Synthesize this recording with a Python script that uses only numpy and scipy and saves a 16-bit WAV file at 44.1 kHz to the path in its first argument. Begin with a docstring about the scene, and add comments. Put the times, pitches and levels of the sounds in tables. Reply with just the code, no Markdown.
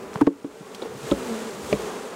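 """Honeybees hum over an open wooden hive, outdoors, close to a camera's microphone.
Their wingbeats make the hum; their legs and wings on the comb make a grainy hiss.
A comb frame is lifted out: it knocks the hollow box, scrapes it, then is jerked twice.
Bees shower off with a hiss and one flies past the microphone, over a low rumble of wind and clothing.
The camera's limiter ducks after the hard knocks and slowly recovers."""
import sys
import numpy as np
from scipy import signal
from scipy.fft import rfft, irfft, next_fast_len
from scipy.io import wavfile
from scipy.ndimage import map_coordinates

SR = 44100
rng = np.random.default_rng(int(sys.argv[2]) if len(sys.argv) > 2 else 0)


def bounce(signal):
    """Save signal as a 16-bit WAV file at the path given by the first command-line argument."""
    frames = np.transpose(np.atleast_2d(signal))
    limited = np.clip(frames, -1, 1)
    pcm = np.round(limited * 32767).astype(np.int16)
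    wavfile.write(sys.argv[1], SR, pcm)


N = 94815


def swarm():
    """Many bees beat their wings over the hive, each drifting in pitch and distance."""
    # swell of the hum, stirred up by the lift: time_s, relative_db
    swell = [(0, -37), (.16, -37), (.25, -36.5), (.5, -36), (.75, -36), (.87, -36), (.98, -39.5),
             (1.1, -32), (1.2, -30), (1.35, -32.5), (1.5, -33.5), (1.64, -35.5), (1.77, -30.5),
             (1.88, -30.5), (1.98, -33), (2.08, -35), (2.15, -32.5)]
    # overtone colour of a wingbeat: frequency_hz, gain_db
    buzz_tone = [(100, -9), (210, -5), (440, 4), (660, -6.5), (1150, -7.5), (1900, -16.5), (3500, -26.5),
                 (7000, -32.5), (15000, -43)]
    bee_count, wing_hz, swing_db = 36, 213.93, 1
    spread, wander, flutter = 0.13, 0.055, 0.018  # natural-log shares of the pitch
    hum = np.zeros(N)
    for rank in np.linspace(-1, 1, bee_count):
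        detune = spread * np.arctanh(rank * np.tanh(2))  # most bees sit near the middle pitch
        pitch_hz = wing_hz * np.exp(detune + wander * wobble(6) + flutter * wobble(45))
        hum += amp(swing_db * wobble(7.114)) * wingbeat(pitch_hz, buzz_tone)
    level_db, = curves(swell)
    return unit(hum) * amp(level_db - 1)


def close_bee():
    """A shaken-off bee passes right by the microphone, its pitch sinking."""
    # flight past the microphone: time_s, pitch_hz, level_db
    flight = [(1.15, 270, -42), (1.24, 252.2, -37.5), (1.28, 239.9, -34.5), (1.32, 225.2, -28),
              (1.39, 220, -36), (1.46, 227.2, -37), (1.53, 210.1, -47), (1.6, 196.2, -44), (1.68, 190, -48)]
    # overtone colour at close range: frequency_hz, gain_db
    close_tone = [(220, 1.5), (440, -3), (660, -12.5), (1100, -26), (2500, -42), (8000, -53)]
    pitch_hz, level_db = curves(flight)
    near = (clock() > flight[0][0]) & (clock() < flight[-1][0])
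    wavering_hz = pitch_hz * (1 + 0.0065 * wobble(50))
    return near * amp(level_db) * wingbeat(wavering_hz, close_tone)


def wingbeat(pitch_hz, tone, harmonics=48):
    """One wing stroke repeats along a pitch curve, its overtones weighted by tone."""
    gains = along(tone, pitch_hz.mean() * np.arange(1, harmonics + 1))
    phases = np.exp(2j * np.pi * rng.random(harmonics))
    cycle = unit(irfft(np.r_[0, gains * phases], 2048))
    position = np.cumsum(pitch_hz) / SR % 1
    return np.interp(position, np.linspace(0, 1, len(cycle) + 1), np.r_[cycle, cycle[0]])


def rustle():
    """Legs and wings on comb and top bars make a fine, grainy hiss."""
    # surges of bees scrambling and falling: time_s, relative_db
    surges = [(0, -56), (.11, -57), (.15, -49.5), (.19, -54), (.22, -50), (.6, -49.5), (.8, -48),
              (.92, -53.5), (1.07, -43), (1.35, -43), (1.58, -47.5), (1.72, -41.5), (2.15, -49.5)]
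    # colour of the hiss: frequency_hz, gain_db
    hiss_tone = [(300, -10), (1500, 2.5), (3300, 2.5), (5000, -1), (7000, 1), (8700, -1.5), (10500, -7.5),
                 (15500, -16)]
    level_db, = curves(surges)
    grains = noise(hiss_tone) * amp(0.96 * wobble(230))
    return amp(level_db + 1.5) * unit(grains)


def box_knocks():
    """The frame knocks against the hollow hive box and sets it ringing."""
    # blows on the box: start_s, ring_db, click_db, soft_hz, spot (0 to 1)
    knocks = [(.2148, -2, -16.5, 2500, 0.08), (.2715, 3.5, -7, 2000, 0.82), (.445, -11, -23, 700, 0.76),
              (0.605, -29, -53, 245, 0.2)]
    # modes of the box: pitch_hz, t60_s, spot_0_db, spot_1_db
    box_modes = [(126, 0.11, -7, -45), (180, 0.093, -19, -13), (283.4, 0.17, -6.5, -5.5),
                 (299.8, 0.089, 2, -2), (337.5, 0.11, -17, -3.5), (428.6, 0.1, -10, -10),
                 (449.4, 0.07, -48, 5.5), (537, 0.18, -35, -24), (703, 0.085, -20, -43),
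                 (917, 0.034, -10, -16), (1105, 0.061, -24, -18), (1620, 0.03, -17, -19)]
    # colour of the contact click: frequency_hz, gain_db
    click_tone = [(30, -33), (150, 4), (600, 12.5), (1300, -9), (2600, -12), (5000, -26), (15000, -46)]
    return struck_wood(knocks, box_modes, click_tone, attack_s=0.0018, low_hz=117)


def frame_jolts():
    """Two sharp jerks ring the comb frame."""
    # jerks of the frame: start_s, ring_db, click_db, soft_hz, spot (0 to 1)
    jolts = [(1.1162, -5, -19.5, 1310, 0), (1.7272, -10, -13, 1840, 1)]
    # modes of the frame: pitch_hz, t60_s, spot_0_db, spot_1_db
    frame_modes = [(62, .17, -17, -20), (140, 0.14, -30, -10.5), (204, 0.12, -8.5, -3),
                   (294.5, 0.074, -2, -6), (337, .05, 1.5, -39), (431, 0.08, -9, 0.5),
                   (555.4, 0.083, -4, -9.5), (591, 0.052, -40, 1.5), (737, 0.015, -26, -23),
                   (1290, 0.032, -8, -30)]
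    # colour of the contact click: frequency_hz, gain_db
    click_tone = [(30, -22), (150, 9), (600, 6), (1300, -4), (2600, -15.5), (5000, -18), (15000, -50)]
    return struck_wood(jolts, frame_modes, click_tone, attack_s=0.0025, low_hz=40.3)


def struck_wood(blows, modes, click_tone, attack_s, low_hz):
    """Each blow clicks and rings the wood's modes; the spot struck sets their balance."""
    click_t60_s = 0.029
    radiation = signal.butter(2, low_hz, "highpass", fs=SR)  # the wood radiates little below low_hz
    out = np.zeros(N)
    for start_s, ring_db, click_db, soft_hz, spot in blows:
        age_s = np.maximum(clock() - start_s, 0)
        ring = np.zeros(N)
        for hz, t60_s, spot_0_db, spot_1_db in modes:
            mode_db = spot_0_db + spot * (spot_1_db - spot_0_db)
            softening = np.hypot(1, hz / soft_hz)  # a soft contact weakens the high modes
            ring += amp(mode_db - 60 * age_s / t60_s) / softening * np.sin(2 * np.pi * hz * age_s)
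        ring *= 1 - np.exp(-age_s / attack_s)
        out += amp(ring_db) * signal.lfilter(*radiation, ring)
        out += amp(click_db) * burst(start_s, click_t60_s, lambda hz: along(click_tone, hz))
    return out


def scrapes():
    """The frame's lug slides briefly on the box, wood on wood."""
    # slides of the lug: peak_s, level_db, length_s
    slides = [(0.827, -25.5, 0.022), (0.858, -31.5, 0.027)]
    # colour of the friction: frequency_hz, gain_db
    scrape_tone = [(60, -42), (170, -22), (300, -1), (470, 3.5), (620, -12.5), (840, -2.5), (1000, -15.5),
                   (2200, -26.5), (5000, -29), (15000, -50)]
    strokes = sum(amp(level_db) * bell(peak_s, length_s) for peak_s, level_db, length_s in slides)
    friction = noise(scrape_tone) * amp(0.93 * wobble(236.5))
    return strokes * unit(friction)


def handling():
    """Wood and wax tick and bump as the frame is moved."""
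    # small contacts: start_s, level_db, centre_hz, width_octaves, t60_s
    ticks = [(.133, -28, 1400, 0.87, 0.0076), (0.141, -33, 6260, 0.44, 0.0072),
             (.158, -17.5, 930, 0.82, 0.0073), (0.1741, -30, 980, 0.96, 0.01),
             (0.2106, -12.5, 830, 0.73, .012), (0.213, -37, 4940, 1.4, 0.026),
             (.268, -18.5, 1380, 1.02, 0.015), (0.747, -32.5, 3770, 1.2, 0.045),
             (0.8207, -33, 3600, 0.28, 0.034), (1.1128, -27, 3340, .35, 0.023),
             (1.122, -30.5, 7000, 0.15, 0.0076), (1.7288, -22.5, 2350, 0.43, 0.024)]
    # dull bumps: peak_s, level_db, pitch_hz, length_s
    bumps = [(.163, -22.5, 162, 0.0098), (.612, -29, 175, 0.014), (.96, -37, 130, 0.022),
             (1.045, -35, 136, 0.035), (1.645, -43, 82.4, 0.028), (1.809, -45.5, 64.4, 0.11)]
    out = np.zeros(N)
    for start_s, level_db, centre_hz, width_octaves, t60_s in ticks:
        band = lambda hz: 1 / (1 + (np.log2((hz + 1) / centre_hz) / width_octaves) ** 2) ** 1.68
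        out += amp(level_db) * burst(start_s, t60_s, band)
    for peak_s, level_db, pitch_hz, length_s in bumps:
        tone = np.sin(2 * np.pi * pitch_hz * (clock() - peak_s))
        out += amp(level_db) * bell(peak_s, length_s) * tone
    return out


def rumble():
    """Wind and clothing rumble faintly at the microphone."""
    # rise and fall of the rumble: time_s, relative_db
    gusts = [(0, -5.5), (.12, -4.5), (.2, -3), (.35, -1.5), (.7, -4.5), (1, -4.5), (1.2, 4.5), (1.4, -9),
             (1.75, 4), (1.9, -5), (2.15, -10.5)]
    # colour of the rumble: frequency_hz, gain_db
    air_tone = [(20, -27), (60, -7), (130, -3), (300, 3), (1000, -23.5), (8000, -31)]
    air_db = -42
    gust_db, = curves(gusts)
    return amp(air_db + gust_db + 0.83 * wobble(12.4)) * noise(air_tone)


def amp(db):
    """Decibels to gain."""
    return 10 ** (np.asarray(db) / 20)


def unit(x):
    """Scale to rms 1."""
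    return x / np.sqrt(np.mean(x ** 2) + 1e-20)


def clock():
    """Seconds at each sample."""
    return np.arange(N) / SR


def bell(peak_s, length_s):
    """A smooth rise and fall around peak_s."""
    return np.exp(-(2 * (clock() - peak_s) / length_s) ** 2)


def along(tone, hz):
    """Gain at hz, from rows of frequency_hz, gain_db on a log axis."""
    frequency_hz, gain_db = np.transpose(tone)
    return amp(np.interp(np.log(hz + 1), np.log(frequency_hz + 1), gain_db))


def curves(rows):
    """One value per sample for each column after the time."""
    time_s, *columns = np.transpose(rows)
    return [np.interp(clock(), time_s, column) for column in columns]


def wobble(knots_per_s):
    """A smooth random curve."""
    knots = rng.standard_normal(512)
    coarse_s = clock()[::64]
    spline = map_coordinates(knots, [coarse_s * knots_per_s + rng.random()], mode="mirror")
    return np.interp(clock(), coarse_s, spline)


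def filtered(x, response):
    """Shape the spectrum of x by a response of frequency."""
    size = next_fast_len(N + SR // 4)
    return irfft(rfft(x, size) * response(np.fft.rfftfreq(size, 1 / SR)), size)[:N]


def noise(tone):
    """Coloured noise of rms 1."""
    return unit(filtered(rng.standard_normal(N), lambda hz: along(tone, hz)))


def burst(start_s, t60_s, response):
    """A puff of noise that dies away, coloured by a response."""
    age_s = clock() - start_s
    decay = (age_s >= 0) * amp(-60 * np.maximum(age_s, 0) / t60_s)
    colour_rms = np.sqrt(np.mean(response(np.arange(SR // 2)) ** 2))
    return filtered(rng.standard_normal(N) * decay, response) / colour_rms


def scene():
    """Bees and woodwork at close range over a low outdoor rumble, in mono."""
    bees = swarm() + close_bee() + rustle()
    wood = box_knocks() + frame_jolts() + scrapes() + handling()
    return (bees + wood + rumble())[None]


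def record(dry):
    """The microphone feeds a limiter with slow release, then soft clipping and a treble cut."""
    limit_db, attack_s, release_db_per_s = -8.5, 0.011, 20
    clip_db, top_hz = -7.4, 15800
    mic = dry[0]
    over_db = np.maximum(20 * np.log10(abs(mic) + 1e-9) - limit_db, 0)
    recovery_db = release_db_per_s * clock()
    duck_db = np.maximum.accumulate(over_db + recovery_db) - recovery_db  # catch peaks, let go slowly
    pole = np.exp(-1 / (attack_s * SR))
    limited = mic * amp(-signal.lfilter([1 - pole], [1, -pole], duck_db))
    clipped = limited / (1 + (abs(limited) / amp(clip_db)) ** 6) ** (1 / 6)
    return filtered(clipped, lambda hz: hz < top_hz)[None]


dry = scene()
out = record(dry)
bounce(out)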